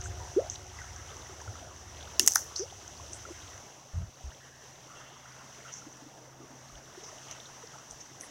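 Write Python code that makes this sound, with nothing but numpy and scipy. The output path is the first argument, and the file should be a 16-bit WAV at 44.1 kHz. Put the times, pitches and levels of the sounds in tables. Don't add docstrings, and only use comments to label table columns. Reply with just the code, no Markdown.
import sys
import numpy as np
from scipy import signal
from scipy.fft import rfft, irfft, next_fast_len
from scipy.io import wavfile
from scipy.ndimage import uniform_filter1d, map_coordinates

SR = 44100
rng = np.random.default_rng(int(sys.argv[2]) if len(sys.argv) > 2 else 0)


def persist_wave(psi):
    counts = np.round(np.clip(psi, -1, 1) * 32767).astype(np.int16)
    wavfile.write(sys.argv[1], SR, np.atleast_2d(counts).T)


N = 366030
TIME = np.arange(N) / SR

# t/s, light babble level/dB, fizz level/dB
FLOW_LEVELS = [(0, -55.5, -59.5), (.7, -58, -61.5), (1.0, -56.5, -61), (1.6, -58.5, -61.5),
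               (2.1, -58.5, -61.5), (2.9, -59.5, -60.5), (3.2, -55.5, -59), (3.6, -58.5, -62.5),
               (3.75, -61.5, -65), (4.8, -61.5, -65), (5.1, -56.5, -65), (5.8, -60, -62.5),
               (6.3, -63, -67.5), (6.9, -59.5, -64.5), (7.3, -58.5, -61), (7.6, -58.5, -63),
               (8.3, -60.5, -62.5)]
# f/Hz, level/dB
BABBLE_COLOUR = [(88, -12), (150, -0.5), (233, -12), (297, 0), (362, -3.5), (519, -2), (625, 0),
                 (752, -1.5), (1750, -8.5), (2400, -9.5), (3120, -71), (5280, -120)]
# f/Hz, level/dB
FIZZ_COLOUR = [(1900, -52), (2400, -1), (2850, -2.5), (3500, -6), (4400, -13), (6000, -10.5), (9000, -17.5),
               (15500, -26)]
STEP_S, DEEP_BEFORE_DB, DEEP_AFTER_DB = 3.62, -56.5, -58.5


def creek():
    light_db, fizz_db = curves(FLOW_LEVELS)
    deep_db = np.where(TIME < STEP_S, DEEP_BEFORE_DB, DEEP_AFTER_DB) + 0.76 * wobble(3)

    babble = unit(filtered(patchy(patchy_db=2.5), colour(BABBLE_COLOUR)))
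    near_bubbles = swarm(count=1200, hz=1000.0, spread=0.5, cycles=9.06, scatter_db=3, size=1400)
    babble += 0.51 * amp(1.5 * wobble(6)) * near_bubbles
    deep = filtered(babble, lambda f: 1 / (1 + (f / 1000) ** 6))
    light = babble - deep
    babble = amp(deep_db) * unit(deep) + amp(light_db + 0.7 * wobble(2.993)) * unit(light)

    fizz = unit(filtered(patchy(patchy_db=0.4), colour(FIZZ_COLOUR)))
    fizz += 0.13 * swarm(count=1200, hz=9000, spread=0.4, cycles=0.5, scatter_db=3, size=64)
    small_bubbles = swarm(count=2500, hz=2702, spread=0.248, cycles=9.95, scatter_db=4.0, size=500)
    fizz += 0.47 * amp(3.4 * wobble(7)) * small_bubbles
    fizz *= amp(fizz_db + 0.41 * wobble(22))

    surge_db = 0.86 * wobble(9)
    return amp(surge_db) * (babble + fizz)


# t/s, ping peak level/dB after the port, f/Hz, life/s,
# bright crack energy level/dB, dull smack energy level/dB
WATER_SLAPS = [(2.1956, -9.5, 6740, 0.00038, 2, -1), (2.196, -6, 6240, 0.00061, -7, 0),
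               (2.2757, -7, 6850, .001, 3.5, 2.5), (2.282, -11.5, 7640, 0.0005, -11.5, -8),
               (2.3574, -4.5, 6260, .00044, 5.5, -12), (2.36, -16, 6160, .00039, -23.5, -12),
               (7.3118, -33, 6180, 0.00087, -44, -25)]
# t/s, ping peak level/dB after the port, bright crack energy level/dB
LARGE_DROPS = [(2.2095, -29, -30), (2.229, -31, -23.5), (2.263, -21, -7), (2.2972, -28, -29.5),
               (2.32, -18.5, -18), (2.336, -28, -14), (2.349, -36, -14), (2.354, -21, -21.5),
               (2.371, -24, -19.5), (2.38, -26, -29.5), (2.5604, -32, -40), (2.565, -35, -45),
               (2.581, -33, -45), (2.589, -33, -45), (2.5947, -26, -45)]
DROP_HZ, DROP_S, DROP_SMACK_DB = 6050, 0.00085, -1
# t/s, fine drops level/dB, mist level/dB
SPRAY_THROWS = [(2.196, -44.5, -45), (2.262, -58, -42), (2.285, -47.5, -48), (2.31, -50, -60),
                (2.345, -63, -46.5), (2.36, -47.5, -49.5), (2.556, -56, -80)]
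SPRAY_RISE_S, DROPS_T60, MIST_T60 = 0.0035, 0.32, 0.34


def splash():
    drop_rows = [(t, db, DROP_HZ, DROP_S, crack_db, db + DROP_SMACK_DB) for t, db, crack_db in LARGE_DROPS]
    s, db, hz, life, crack_db, smack_db = np.transpose(WATER_SLAPS + drop_rows)
    bright, dull, t = np.zeros(N), np.zeros(N), np.arange(256) / SR
    starts = np.round(s * SR).astype(int)
    for start, length, high_db, low_db in zip(starts, life, crack_db, smack_db):
        noise = rng.standard_normal((2, 256)) * t / length * np.exp(-t / length * [[2.5], [1.2]])
        noise /= np.linalg.norm(noise, axis=1, keepdims=True)
        bright[start:][:256] += amp(high_db) * noise[0]
        dull[start:][:256] += amp(low_db) * noise[1]
    cracks = filtered(bright, lambda f: mode(f, 11200, 10300, 0) ** 2)
    smacks = filtered(dull, lambda f: mode(f, 2000, 4800, 0))

    drops = swarm(count=30000, hz=5900, spread=0.12, cycles=3, scatter_db=3.0, size=96)
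    mist = swarm(count=40000, hz=11500, spread=0.27, cycles=3, scatter_db=4.0, size=48)
    _, drops_db, mist_db = np.transpose(SPRAY_THROWS)
    falling = spray(drops_db, DROPS_T60) * drops + spray(mist_db, MIST_T60) * mist
    return ticks(s, db, hz, life) + cracks + smacks + falling


def spray(level_db, t60):
    power, age = np.zeros(N), TIME[:SR // 2]
    for (s, *_), db in zip(SPRAY_THROWS, level_db):
        strength = amp(db - 60 * age / t60) * (1 - np.exp(-age / SPRAY_RISE_S))
        power[round(s * SR):][:len(age)] += strength ** 2
    return np.sqrt(power)


# t/s, level/dB before the soft start and fade, starting f/Hz, life/s, share the pitch rises in one life
AIR_POCKETS = [(0.3627, -17.5, 348, .036, 0.74), (2.1959, -20, 2800, 0.0033, 0),
               (2.196, -27, 1760, .0046, 0.037), (2.2773, -26.5, 2000, 0.0022, 0),
               (2.358, -25.5, 804, 0.0038, 0), (2.359, -14, 1260, 0.0021, .5),
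               (2.561, -32.5, 4030, .003, 0.33), (2.593, -32, 357, 0.046, 0.45)]
# t/s, level/dB before the soft start and fade, starting f/Hz
SINGLE_BUBBLES = [(.058, -34.5, 1490), (.657, -42, 713), (.788, -33.5, 1940), (.815, -36.5, 1490),
                  (1.09, -44, 3000), (1.098, -42, 735), (1.105, -46, 3500), (1.294, -41, 383),
                  (1.417, -41.5, 940), (1.477, -36.5, 1350), (1.554, -39.5, 1260), (1.625, -39.5, 657),
                  (2.308, -40, 762), (2.724, -39, 740), (2.998, -40.5, 1050), (3.252, -34, 1330),
                  (3.306, -36.5, 337), (5.679, -41, 1440), (5.819, -43, 1320), (5.864, -38, 295),
                  (6.019, -44, 279), (6.06, -41.5, 288), (6.974, -38, 370), (7.126, -39, 610),
                  (7.635, -39.5, 457), (7.74, -44, 1310), (7.754, -43, 851), (8.234, -40.5, 1950)]
# t/s, length/s, centre f/Hz, width f/Hz, level/dB
WATER_PUFFS = [(.2, 0.11, 920, 300, -53.5), (.405, .028, 540, 400, -40), (.432, 0.047, 694, 300, -46),
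               (.475, 0.028, 770, 250, -54), (.79, .05, 2000, 500, -56), (1.71, .044, 1080, 250, -56),
               (2.196, 0.08, 320, 295, -43.5), (2.2, .15, 2500, 3000, -54.5),
               (2.359, 0.041, 1420, 1300, -45.5), (2.65, 0.029, 700, 500, -55.5),
               (3.261, 0.068, 484, 507, -52.5), (4.4, 0.35, 1760, 500, -63), (4.88, .2, 1300, 400, -60),
               (4.95, .4, 3120, 1000, -65.5), (4.96, .22, 2760, 80, -68), (5.36, 0.091, 2720, 600, -65),
               (5.65, .068, 1370, 400, -54), (5.68, .04, 2880, 800, -57.5), (6.4, 0.058, 350, 201, -54.5),
               (6.5, 0.092, 282, 120, -58), (7.28, .098, 2600, 1600, -57.5)]
SWELL = 0.15
CYCLES_AT_1K, CYCLES_GROW = 6.24, 0.31


def gulps():
    s, db, hz = np.transpose(SINGLE_BUBBLES)
    life = CYCLES_AT_1K * (hz / 1000) ** CYCLES_GROW / hz
    bubbles = rings(s, db, hz, life, 0.038, 1.55 / hz, size=2048)
    s, db, hz, life, rise = np.transpose(AIR_POCKETS)
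    pockets = rings(s, db, hz, life, rise, SWELL * life, size=4096, order=4)
    return pockets + bubbles + bursts(WATER_PUFFS, lean=0.34)


# t/s, peak level/dB after the port
TACKLE_TICKS = [(0.0133, -29.5), (.039, -36), (0.4992, -23), (.6669, -38), (0.8173, -38), (.9623, -35),
                (1.1677, -35), (1.4157, -35), (1.7629, -39), (2.8785, -32.5), (3.1326, -28), (3.5783, -39),
                (5.7389, -29.5), (5.9266, -40), (7.0375, -38), (7.9099, -32.5), (8.0054, -39), (8.21, -30)]
TICK_HZ, TICK_S = 6130, 0.00081
# t/s, length/s, centre f/Hz, level/dB
HIGH_PUFFS = [(0.039, .048, 7260, -60), (0.498, .067, 6770, -61), (2.557, 0.1, 5500, -56.5),
              (3.126, 0.058, 8500, -59.5), (5.72, 0.09, 6400, -64.5), (7.035, 0.066, 5730, -66),
              (7.31, .027, 6500, -63), (6.754, .005, 3250, -54), (7.401, .004, 3300, -48.5),
              (7.456, .008, 3760, -55), (7.902, 0.032, 8000, -65), (8.005, 0.024, 5900, -65),
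              (8.202, 0.074, 9600, -60)]
PUFF_WIDTH = 0.41
# t/s, length/s, centre f/Hz, width f/Hz, level/dB
CAMERA_BUMPS = [(1.46, 0.085, 95.8, 30, -42.5), (3.935, 0.11, 74.5, 63, -35.5),
                (3.94, 0.12, 134, 110, -44.5), (4.07, 0.024, 60.4, 50, -48), (4.24, 0.06, 63, 50, -39.5),
                (6.72, 0.091, 60, 50, -54), (7.29, 0.072, 120, 100, -63), (7.91, 0.043, 60, 50, -60)]


def tackle():
    s, db = np.transpose(TACKLE_TICKS)
    puffs = [(t, length, hz, PUFF_WIDTH * hz, level) for t, length, hz, level in HIGH_PUFFS]
    return ticks(s, db, TICK_HZ, TICK_S) + bursts(puffs, lean=0.45) + bursts(CAMERA_BUMPS, lean=0.78)


# t/s, level/dB
DRONE_LEVELS = [(0, -43.5), (.38, -47), (.65, -51.5), (1.0, -49), (1.3, -52.5), (2.3, -52.5), (2.7, -58),
                (3.1, -54), (3.58, -55), (3.68, -70), (8.3, -72)]
# f/Hz, relative level/dB, pitch wander f/Hz
DRONE_TONES = [(55, -7, 1.04), (75, 0, 0.76), (92.2, -4, 1.5), (103.1, -3.5, 2.24), (369, -10.5, 4.05),
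               (721, -11.5, 10.83)]
# t/s, level/dB
HUM_LEVELS = [(0, -63), (3.6, -67), (4.5, -64.5), (6.6, -59.5), (7, -69.5), (7.4, -61), (8.3, -76)]
HUM_HZ = 131
# f/Hz, level/dB
WASH_COLOUR = [(15, -44), (25, -11), (80, -19), (129, 2), (184, -9.5), (250, -1.5), (320, -46), (550, -120)]


def distance():
    tones = [amp(db) * wavering(hz, wander_hz, swing_db=2.5) for hz, db, wander_hz in DRONE_TONES]
    drone = unit(sum(tones))
    rumble = filtered(rng.standard_normal(N), lambda f: mode(f, 82, 60, 0) ** 2)
    drone += 0.31 * unit(rumble)
    drone *= amp(curves(DRONE_LEVELS)[0] + 1.3 * wobble(3.97))
    hum = amp(curves(HUM_LEVELS)[0]) * wavering(HUM_HZ, wander_hz=1.68, swing_db=0.7)
    wash = unit(filtered(rng.standard_normal(N), colour(WASH_COLOUR)))
    return drone + hum + amp(-65.5 + 1.4 * wobble(4.4)) * wash


def wavering(hz, wander_hz, swing_db):
    phase = 2 * np.pi * np.cumsum(hz + wander_hz * wobble(12)) / SR
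    return unit(np.sin(phase) * amp(swing_db * wobble(9)))


def amp(db):
    return 10 ** (np.asarray(db) / 20)


def unit(x):
    return x / np.sqrt(np.mean(x ** 2) + 1e-20)


def curves(rows):
    s, *cols = np.transpose(rows)
    return [np.interp(TIME, s, c) for c in cols]


def wobble(rate):
    return map_coordinates(rng.standard_normal(int(N * rate / SR) + 4), [TIME * rate])


def filtered(x, response):
    m = next_fast_len(len(x) + 8192)
    return irfft(rfft(x, m) * response(np.fft.rfftfreq(m, 1 / SR)), m)[:len(x)]


def colour(points):
    f, db = np.transpose(points)
    return lambda hz: amp(np.interp(np.log(hz + 1), np.log(f), db))


def mode(f, hz, width_hz, db):
    return amp(db) * 1j * f * width_hz / (hz * hz - f * f + 1j * f * width_hz)


def patchy(patchy_db):
    z = signal.stft(rng.standard_normal(N + 512), nperseg=512)[2]
    field = uniform_filter1d(rng.standard_normal(z.shape), size=5, axis=0)
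    field = uniform_filter1d(field, size=8, axis=1)
    return signal.istft(z * amp(patchy_db * unit(field)), nperseg=512)[1][:N]


def rings(s, db, hz, life, rise, swell, size, order=2):
    t = np.arange(size) / SR
    settings = (s, db, hz, life, rise, swell)
    s, db, hz, life, rise, swell = (np.broadcast_to(v, np.shape(s))[:, None] for v in settings)
    u = t / life
    envelope = amp(db) * (1 - np.exp(-t / swell)) * np.exp(-u ** order)
    wave = envelope * np.sin(2 * np.pi * hz * t * (1 + rise * u * u / 3))
    where = np.round(s * SR).astype(int) + np.arange(size)
    return np.bincount(where.ravel(), wave.ravel(), N + size)[:N]


def swarm(count, hz, spread, cycles, scatter_db, size):
    u, g = rng.random((count, 2)), rng.standard_normal(count)
    pitch = np.clip(hz * np.exp(spread * g), 200, 15000)
    size_db = -scatter_db * np.log(u[:, 1] + 0.0076)
    return unit(rings(u[:, 0] * N / SR, size_db, pitch, cycles / pitch, 0.242, 1 / pitch, size))


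def bursts(rows, lean):
    out = np.zeros(N + SR)
    for s, length, hz, width_hz, db in rows:
        u = np.linspace(0, 1, round(length * SR))
        band = filtered(rng.standard_normal(len(u)), lambda f: np.exp(-((f - hz) / width_hz * 2) ** 4))
        puff = unit(band * np.sin(np.pi * u ** lean) ** 0.5)
        out[round(s * SR):][:len(u)] += amp(db) * puff
    return out[:N]


def ticks(s, db, hz, life):
    port_db = 20 * np.log10(np.abs(1 + mode(hz, *MIC_PORT)))
    return rings(s, db - port_db + 8.5, hz, life, 0.012, life * 0.28, size=256)


def scattered(x, t60, db):
    t = np.arange(SR // 10) / SR
    tail = rng.standard_normal(len(t)) * amp(-60 * t / t60) * (t > 0.0015)
    return x + amp(db) * signal.fftconvolve(x, tail / np.linalg.norm(tail))[:N]


def scene():
    near = scattered(gulps() + splash() + tackle(), t60=0.04, db=-16)
    return (creek() + near + distance())[None]


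# centre f/Hz, width f/Hz, level/dB of the added resonance
MIC_PORT = (5980, 770, 17.9)
# centre f/Hz, width f/Hz, level/dB of what is taken away
HOUSING_NOTCH = (2386, 390, -3.5)
CEILING, TOP_HZ = 0.9, 15850


def record(dry):
    heard = filtered(dry[0], lambda f: (1 + mode(f, *MIC_PORT)) * (1 - mode(f, *HOUSING_NOTCH)))
    hiss = filtered(rng.standard_normal(N), colour([(5000, -30), (8000, -3), (15000, 2.0)]))
    heard += amp(-74.5) * unit(hiss)
    heard /= (1 + np.abs(heard / CEILING) ** 4) ** 0.25
    return filtered(heard, lambda f: f < TOP_HZ)[None]


dry = scene()
out = record(dry)
persist_wave(out)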